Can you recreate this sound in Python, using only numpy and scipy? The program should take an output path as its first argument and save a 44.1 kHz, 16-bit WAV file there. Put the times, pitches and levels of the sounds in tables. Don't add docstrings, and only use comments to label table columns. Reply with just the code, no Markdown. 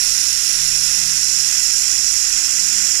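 import sys
import numpy as np
from scipy import signal
from scipy.fft import rfft, irfft, next_fast_len
from scipy.io import wavfile
from scipy.ndimage import uniform_filter1d, map_coordinates

SR = 44100
rng = np.random.default_rng(int(sys.argv[2]) if len(sys.argv) > 2 else 0)


def store_wav(level_fs):
    pcm = np.round(np.clip(np.atleast_2d(level_fs), -1, 1) * 32767)
    wavfile.write(sys.argv[1], SR, pcm.T.astype(np.int16))


def decibels_to_gain(level_db):
    exponent = np.asarray(level_db, float) / 20
    return 10 ** exponent


N = 132300


def unit(x):
    return x / np.sqrt(np.mean(x ** 2) + 1e-20)


def along(points, hz):
    f, v = np.transpose(points)
    return np.interp(np.log(hz + 1), np.log(f + 1), v)


def curves(rows):
    s, *cols = np.transpose(rows)
    return [np.interp(np.arange(N) / SR, s, c) for c in cols]


def wobble(rate):
    return map_coordinates(rng.standard_normal(N // 64), [np.arange(N) * min(rate, 600) / SR])


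def filtered(x, response):
    m = next_fast_len(N + SR // 2)
    return irfft(rfft(x, m) * response(np.fft.rfftfreq(m, 1 / SR)), m)[..., :N]


def bumps(rows, hz):
    return sum(db / (1 + (2 * (hz - c) / w) ** 2) for c, w, db in rows)


def swells(rows, k, t):
    return sum(up * np.exp(-np.abs((t - s) / half) ** 3.1) for s, half, m, up in rows if round(m) == round(k))


def creeping(x, rows):
    hz, t, z = signal.stft(x, SR, nperseg=1024)
    change_db = bumps(rows, hz)[:, None] * (t - 1.5) / 2.1
    return signal.istft(z * decibels_to_gain(change_db), SR, nperseg=1024)[1][:N]


# place in the swing cycle, width (both as shares of a cycle), lift in dB.
BEAM_PASSES = [
    (.15, 0.03, 3),
    (.55, 0.049, 1.6),
    (.9, 0.1, -0.6),
]


def gas_turbulence():
    swing_hz, spit_hz, body_hz = 67.08, 249.8, 3870
    turn = np.arange(N) * swing_hz / SR
    swing_db = sum(db * np.exp((np.cos(2 * np.pi * (turn - at)) - 1) / (2 * np.pi * w) ** 2)
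                   for at, w, db in BEAM_PASSES)
    z = signal.stft(rng.standard_normal((2, N)), nperseg=256)[2]
    field = uniform_filter1d(rng.standard_normal(z.shape[1:]), size=8, axis=0)
    field = uniform_filter1d(field, size=9, axis=1)
    pair = signal.istft(z * decibels_to_gain(0.2 * unit(field)), nperseg=256)[1][:, :N]
    body = filtered(pair, lambda f: f < body_hz)
    hiss_db = swing_db + 0.83 * wobble(spit_hz) + 0.3 * wobble(34.84)
    body_db = 0.86 * swing_db + 1.12 * wobble(spit_hz) + 0.69 * wobble(7.39)
    return (pair - body) * decibels_to_gain(hiss_db) + body * decibels_to_gain(body_db)


# frequency in Hz, level in dB.
NEAR_COLOUR = [(330, -50.0), (600, -33.5), (1200, -32.7), (2300, -25.0), (4000, -17.1), (7000, -8.6),
               (11000, -21.4), (15300, -33.0)]
# centre in Hz, width in Hz, lift in dB.
NEAR_PEAKS = [(1500, 599, 8.3), (2025, 539, 5.8), (2569, 863, 6.8), (3177, 236, 8.0), (3679, 144, -0.9),
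              (4116, 150, 2.8), (5379, 900, 10.7), (5723, 202, 4.7), (6627, 181, 5.6), (7506, 784, 5.1),
              (8700, 300, 2), (9217, 201, 4.5), (10789, 500, 7.6), (12142, 1399, 5.3), (14879, 350, 1.8)]
# centre in Hz, width in Hz, change in dB.
NEAR_DIPS = [(1710, 164, -5.2), (2214, 82, -8.2), (3116, 299, -10.6), (3435, 109, -5.7), (3865, 160, -11),
             (4310, 90, -3), (8960, 150, -3), (4803, 246, -4.5), (8153, 347, -10.2), (9447, 100, -2.6),
             (10000, 250, -1.9), (11632, 133, -16.3), (12911, 108, -12.8), (13376, 209, -12.5),
             (13575, 106, -11.4), (14028, 399, -8.1)]
# centre in Hz, width in Hz, change in dB.
NEAR_CREEP = [(3340, 120, 3), (3470, 90, -4), (3590, 180, -4), (3900, 100, -10), (4140, 150, -2),
              (4310, 90, -3), (4600, 200, -2), (5600, 500, -1), (6150, 400, 2), (7000, 350, 3.5),
              (7750, 400, 3), (8100, 150, 2), (8400, 300, -3), (10480, 500, -7), (11200, 400, -3),
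              (12050, 400, -3), (12650, 400, 4)]


def near_port(pair):
    def response(f):
        return decibels_to_gain(along(NEAR_COLOUR, f) + bumps(NEAR_PEAKS, f) + bumps(NEAR_DIPS, f)) * (f > 300)
    return creeping(filtered(pair[0], response), NEAR_CREEP)


# frequency in Hz, level in dB.
SHADOW_COLOUR = [(330, -45.3), (650, -39.2), (1000, -50.1), (1600, -30.6), (3500, -34.0), (7000, -27.8),
                 (11000, -52.4), (15300, -56.8)]
# centre in Hz, width in Hz, change in dB.
SHADOW_PEAKS = [(2001, 433, 3.7), (3091, 109, -6.9), (4627, 186, -7.2), (5071, 239, -16.2),
                (5670, 553, 6.4), (6577, 200, 1.3), (7120, 583, -13.0), (8203, 165, -9.9), (9079, 580, 6.2),
                (9681, 699, -14.3), (10779, 996, 11.8), (11453, 337, -10.8), (13797, 160, -7.7),
                (14158, 329, -11.5)]
# centre in Hz, width in Hz, change in dB.
SHADOW_CREEP = [(4100, 500, -3), (7050, 400, -5), (10050, 350, 18), (10600, 600, -5), (11750, 400, -14),
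                (12300, 400, 8), (13300, 700, -5), (14700, 500, 5)]
# frequency in Hz, share common to both.
ALIKE = [(350, .5), (650, .85), (980, .2), (1500, .9), (3000, .6), (5700, .82), (8000, .66), (13000, .5)]
# frequency in Hz, extra lag in radians.
PHASE_TURN = [(600, 0.9), (1500, 1.4), (3000, -0.0043), (5700, -1.26)]


def shadowed_port(pair):
    lag_s = 0.000588

    def response(f):
        alike = np.clip(along(ALIKE, f), 0, 1)
        common = alike * np.exp(-1j * (2 * np.pi * f * lag_s + along(PHASE_TURN, f)))
        own = np.sqrt(1 - alike ** 2)
        colour = decibels_to_gain(along(SHADOW_COLOUR, f) + bumps(SHADOW_PEAKS, f))
        return np.array([common, own]) * colour * (f > 300)
    return creeping(filtered(pair, response).sum(axis=0), SHADOW_CREEP)


# time in seconds, jet level in dB, lift of the top sizzle in dB.
GAS_FLOW = [
    (0, -18.5, 3.5),
    (.12, -19, 5),
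    (.5, -19, 3),
    (.9, -19, 2.5),
    (1.2, -19, 1.5),
    (1.7, -18.5, -1),
    (2.2, -19, 0),
    (2.6, -19, 0),
    (3, -19, 0.5),
]


def jet():
    level_db, top_db = curves(GAS_FLOW)
    pair = gas_turbulence()
    near = near_port(pair)
    both = np.array([shadowed_port(pair), near]) / near.std()
    top = filtered(both, lambda f: f > 12900)
    return (both + top * (decibels_to_gain(top_db) - 1)) * decibels_to_gain(level_db + 6.0)


def tone(cycles, db):
    return np.sqrt(2) * decibels_to_gain(db) * np.sin(2 * np.pi * (cycles + rng.random() + 0.022 * wobble(8.0)))


# multiple of the shaft rate, level in dB.
PUMP = [
    (1, -52),
    (2, -60),
    (3, -66),
    (12, -66.5),
]
# centre in seconds, half length in seconds, multiple, lift in dB.
PUMP_SURGES = [(0.3, 0.064, 2, 12.5), (0.77, 0.086, 2, 10), (0.91, 0.067, 2, 10), (1.126, 0.068, 2, 9),
               (1.99, 0.21, 2, 9), (0.63, 0.17, 1, 4.5), (0.21, 0.069, 1, -17), (1.745, .1, 1, 1.5),
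               (0.57, 0.4, 12, 5.5), (2.72, .12, 12, 10), (2.43, 0.28, 2, 5)]


def chiller_pump():
    t, shaft_hz = np.arange(N) / SR, 26.6
    return sum(tone(round(k) * shaft_hz * t, db + swells(PUMP_SURGES, k, t) + 1.4 / np.sqrt(k) * wobble(13))
               for k, db in PUMP)


# frequency in Hz, level in dB.
MAINS = [
    (100.2, -68.5),
    (288, -68.5),
]


def mains_hum():
    t = np.arange(N) / SR
    return sum(tone(hz * t, db + 5.2 * wobble(5.4)) for hz, db in MAINS)


# time in seconds, firing rate in Hz, load in dB.
ENGINE_RUN = [
    (0, 35.3, -3),
    (.55, 35.78, -1.5),
    (.85, 35.63, 1),
    (1.1, 34.87, 1.5),
    (1.5, 34.38, 0.5),
    (1.9, 33.93, -1),
    (2.25, 33.57, -8.5),
    (2.6, 33.67, -1.5),
    (3, 33.6, -1.5),
]
# multiple of the firing rate, level in dB.
ENGINE_ORDERS = [(3, -63.5), (4, -60.5), (5, -61.5), (6, -61.5), (7, -69.5), (8, -65.5), (9, -65.5),
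                 (10, -74.5)]
# centre in seconds, half length in seconds,
# multiple, lift in dB.
HALL_BOOMS = [(0.16, .2, 4, 6.5), (0.13, 0.083, 6, -2), (0.71, 0.2, 4, 15.5), (1.115, 0.13, 4, 14),
              (1.41, 0.11, 4, 7.5), (1.064, 0.15, 7, 17.5), (1.06, 0.2, 5, 6), (1.1, 0.072, 6, 6),
              (2.385, 0.088, 6, 12), (2.75, 0.2, 6, 12.5), (2.74, 0.13, 9, 7.5), (2.13, 0.33, 8, 10),
              (2.82, .15, 8, 9.5)]


def slowing_engine():
    t = np.arange(N) / SR
    firing_hz, load_db = curves(ENGINE_RUN)
    turns = np.cumsum(firing_hz) / SR
    return sum(tone(round(k) * turns, db + load_db + swells(HALL_BOOMS, k, t) + 1.4 * wobble(8.13))
               for k, db in ENGINE_ORDERS)


# frequency in Hz, side under mid in dB.
HALL_WIDTH = [(30, -20), (100, -19), (200, -6), (330, -1)]


def machines():
    mid = chiller_pump() + mains_hum() + slowing_engine()
    side = filtered(mid, lambda f: -1j * decibels_to_gain(along(HALL_WIDTH, f) - 1.0))
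    return np.array([mid + side, mid - side])


def low_noise(spectrum, level_db, swing_db):
    mid, side = rng.standard_normal((2, N))
    mid = filtered(mid, lambda f: decibels_to_gain(along(spectrum, f)))
    side = filtered(side, lambda f: decibels_to_gain(along(spectrum, f) + along(HALL_WIDTH, f)))
    return decibels_to_gain(level_db + swing_db * wobble(5.02)) * np.array([mid + side, mid - side]) / mid.std()


# frequency in Hz, density in dB per Hz.
HALL_COLOUR = [(60, -29), (100, -3.5), (200, 1.5), (325, -4.5), (345, -6), (365, -14), (600, -48),
               (1000, -60)]


def workshop_air():
    return low_noise(HALL_COLOUR, -57.5, swing_db=-0.4)


# frequency in Hz, density in dB per Hz.
FLOOR_COLOUR = [(8, -20), (25, -3.5), (45, -9), (70, -11), (95, -9.5), (130, -44)]


def floor_rumble():
    return low_noise(FLOOR_COLOUR, -52, swing_db=0.7)


def scene():
    return jet() + machines() + workshop_air() + floor_rumble()


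# centre in seconds, half length in seconds,
# group (always 1), gate lift in dB.
TREBLE_GAPS = [(1.22, .025, 1, 6), (1.42, .05, 1, 3), (1.53, .04, 1, 4), (1.69, .035, 1, 5),
               (1.89, .045, 1, 9), (2.08, .03, 1, 5), (1.98, .035, 1, -5), (2.15, .03, 1, 2),
               (2.24, .02, 1, 5), (2.37, .13, 1, 4), (2.7, .045, 1, 9), (2.82, .06, 1, 3),
               (2.92, .02, 1, -5), (2.97, .03, 1, 9), (1.62, .03, 1, -5), (1.79, .05, 1, -6),
               (2.55, .04, 1, -5), (2.62, .04, 1, -5)]


def thin_weak_bands(x, margin, top_hz):
    hz, t, z = signal.stft(x, SR, window="cosine", nperseg=2048)
    z, line_hz = z[:1024], hz[:1024, None]
    power = np.abs(z) ** 2
    bands = uniform_filter1d(power.reshape(128, 8, -1).mean(axis=1), size=2, axis=1)
    centre = hz[4:1024:8]
    broad = uniform_filter1d(np.log10(bands.mean(axis=1) + 1e-14) * 10, size=13, mode="nearest")
    broad = np.where(centre > 14000, broad[np.searchsorted(centre, 14000)], broad)
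    frame_at = np.minimum(t * SR, N - 1).astype(int)
    gate_db = (broad - along(margin, centre))[:, None] + 1.0 * wobble(25)[frame_at]
    scatter = uniform_filter1d(rng.standard_normal(bands.shape), size=3, axis=0)
    gate_db = gate_db + 2.0 * unit(scatter)
    low_hz, high_hz = 12900, 14400
    first = (centre > low_hz) & (centre < high_hz)
    tilt = np.interp(centre, (low_hz, high_hz), (1.2, .7))
    gate_db = gate_db + first[:, None] * swells(TREBLE_GAPS, 1, t) * tilt[:, None]
    keep = np.repeat((bands > decibels_to_gain(2 * gate_db)) | (centre[:, None] < 1500), 8, axis=0) & (line_hz < top_hz)
    lines = uniform_filter1d(power, size=2, axis=0) > np.repeat(decibels_to_gain(2 * (gate_db + 1)), 8, axis=0)
    keep = keep & (lines | (line_hz < 2500))
    return signal.istft(np.pad(z * keep, ((0, 1), (0, 0))), SR, window="cosine", nperseg=2048)[1][:N]


def top_cut(x):
    return signal.sosfilt(signal.butter(12, 15260, fs=SR, output="sos"), x)


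# frequency in Hz, margin in dB.
MARGIN_LEFT = [(2000, 9), (3000, 6), (5000, 6), (8000, 3), (10000, 2), (12000, 0), (13500, .5), (15000, 1)]
# frequency in Hz, margin in dB.
MARGIN_RIGHT = [(2000, 13), (3500, 8), (8000, 14), (11500, 10), (12700, 6), (13100, 2), (14000, 3),
                (14700, 3.5), (15100, 2)]


def record(dry):
    ceiling, knee = .9, 6
    soft = dry / (1 + np.abs(dry / ceiling) ** knee) ** (1 / knee)
    left = thin_weak_bands(soft[0], MARGIN_LEFT, top_hz=15000)
    right = thin_weak_bands(soft[1], MARGIN_RIGHT, top_hz=15110)
    return top_cut(np.array([left, right]))


dry = scene()
out = record(dry)
store_wav(out)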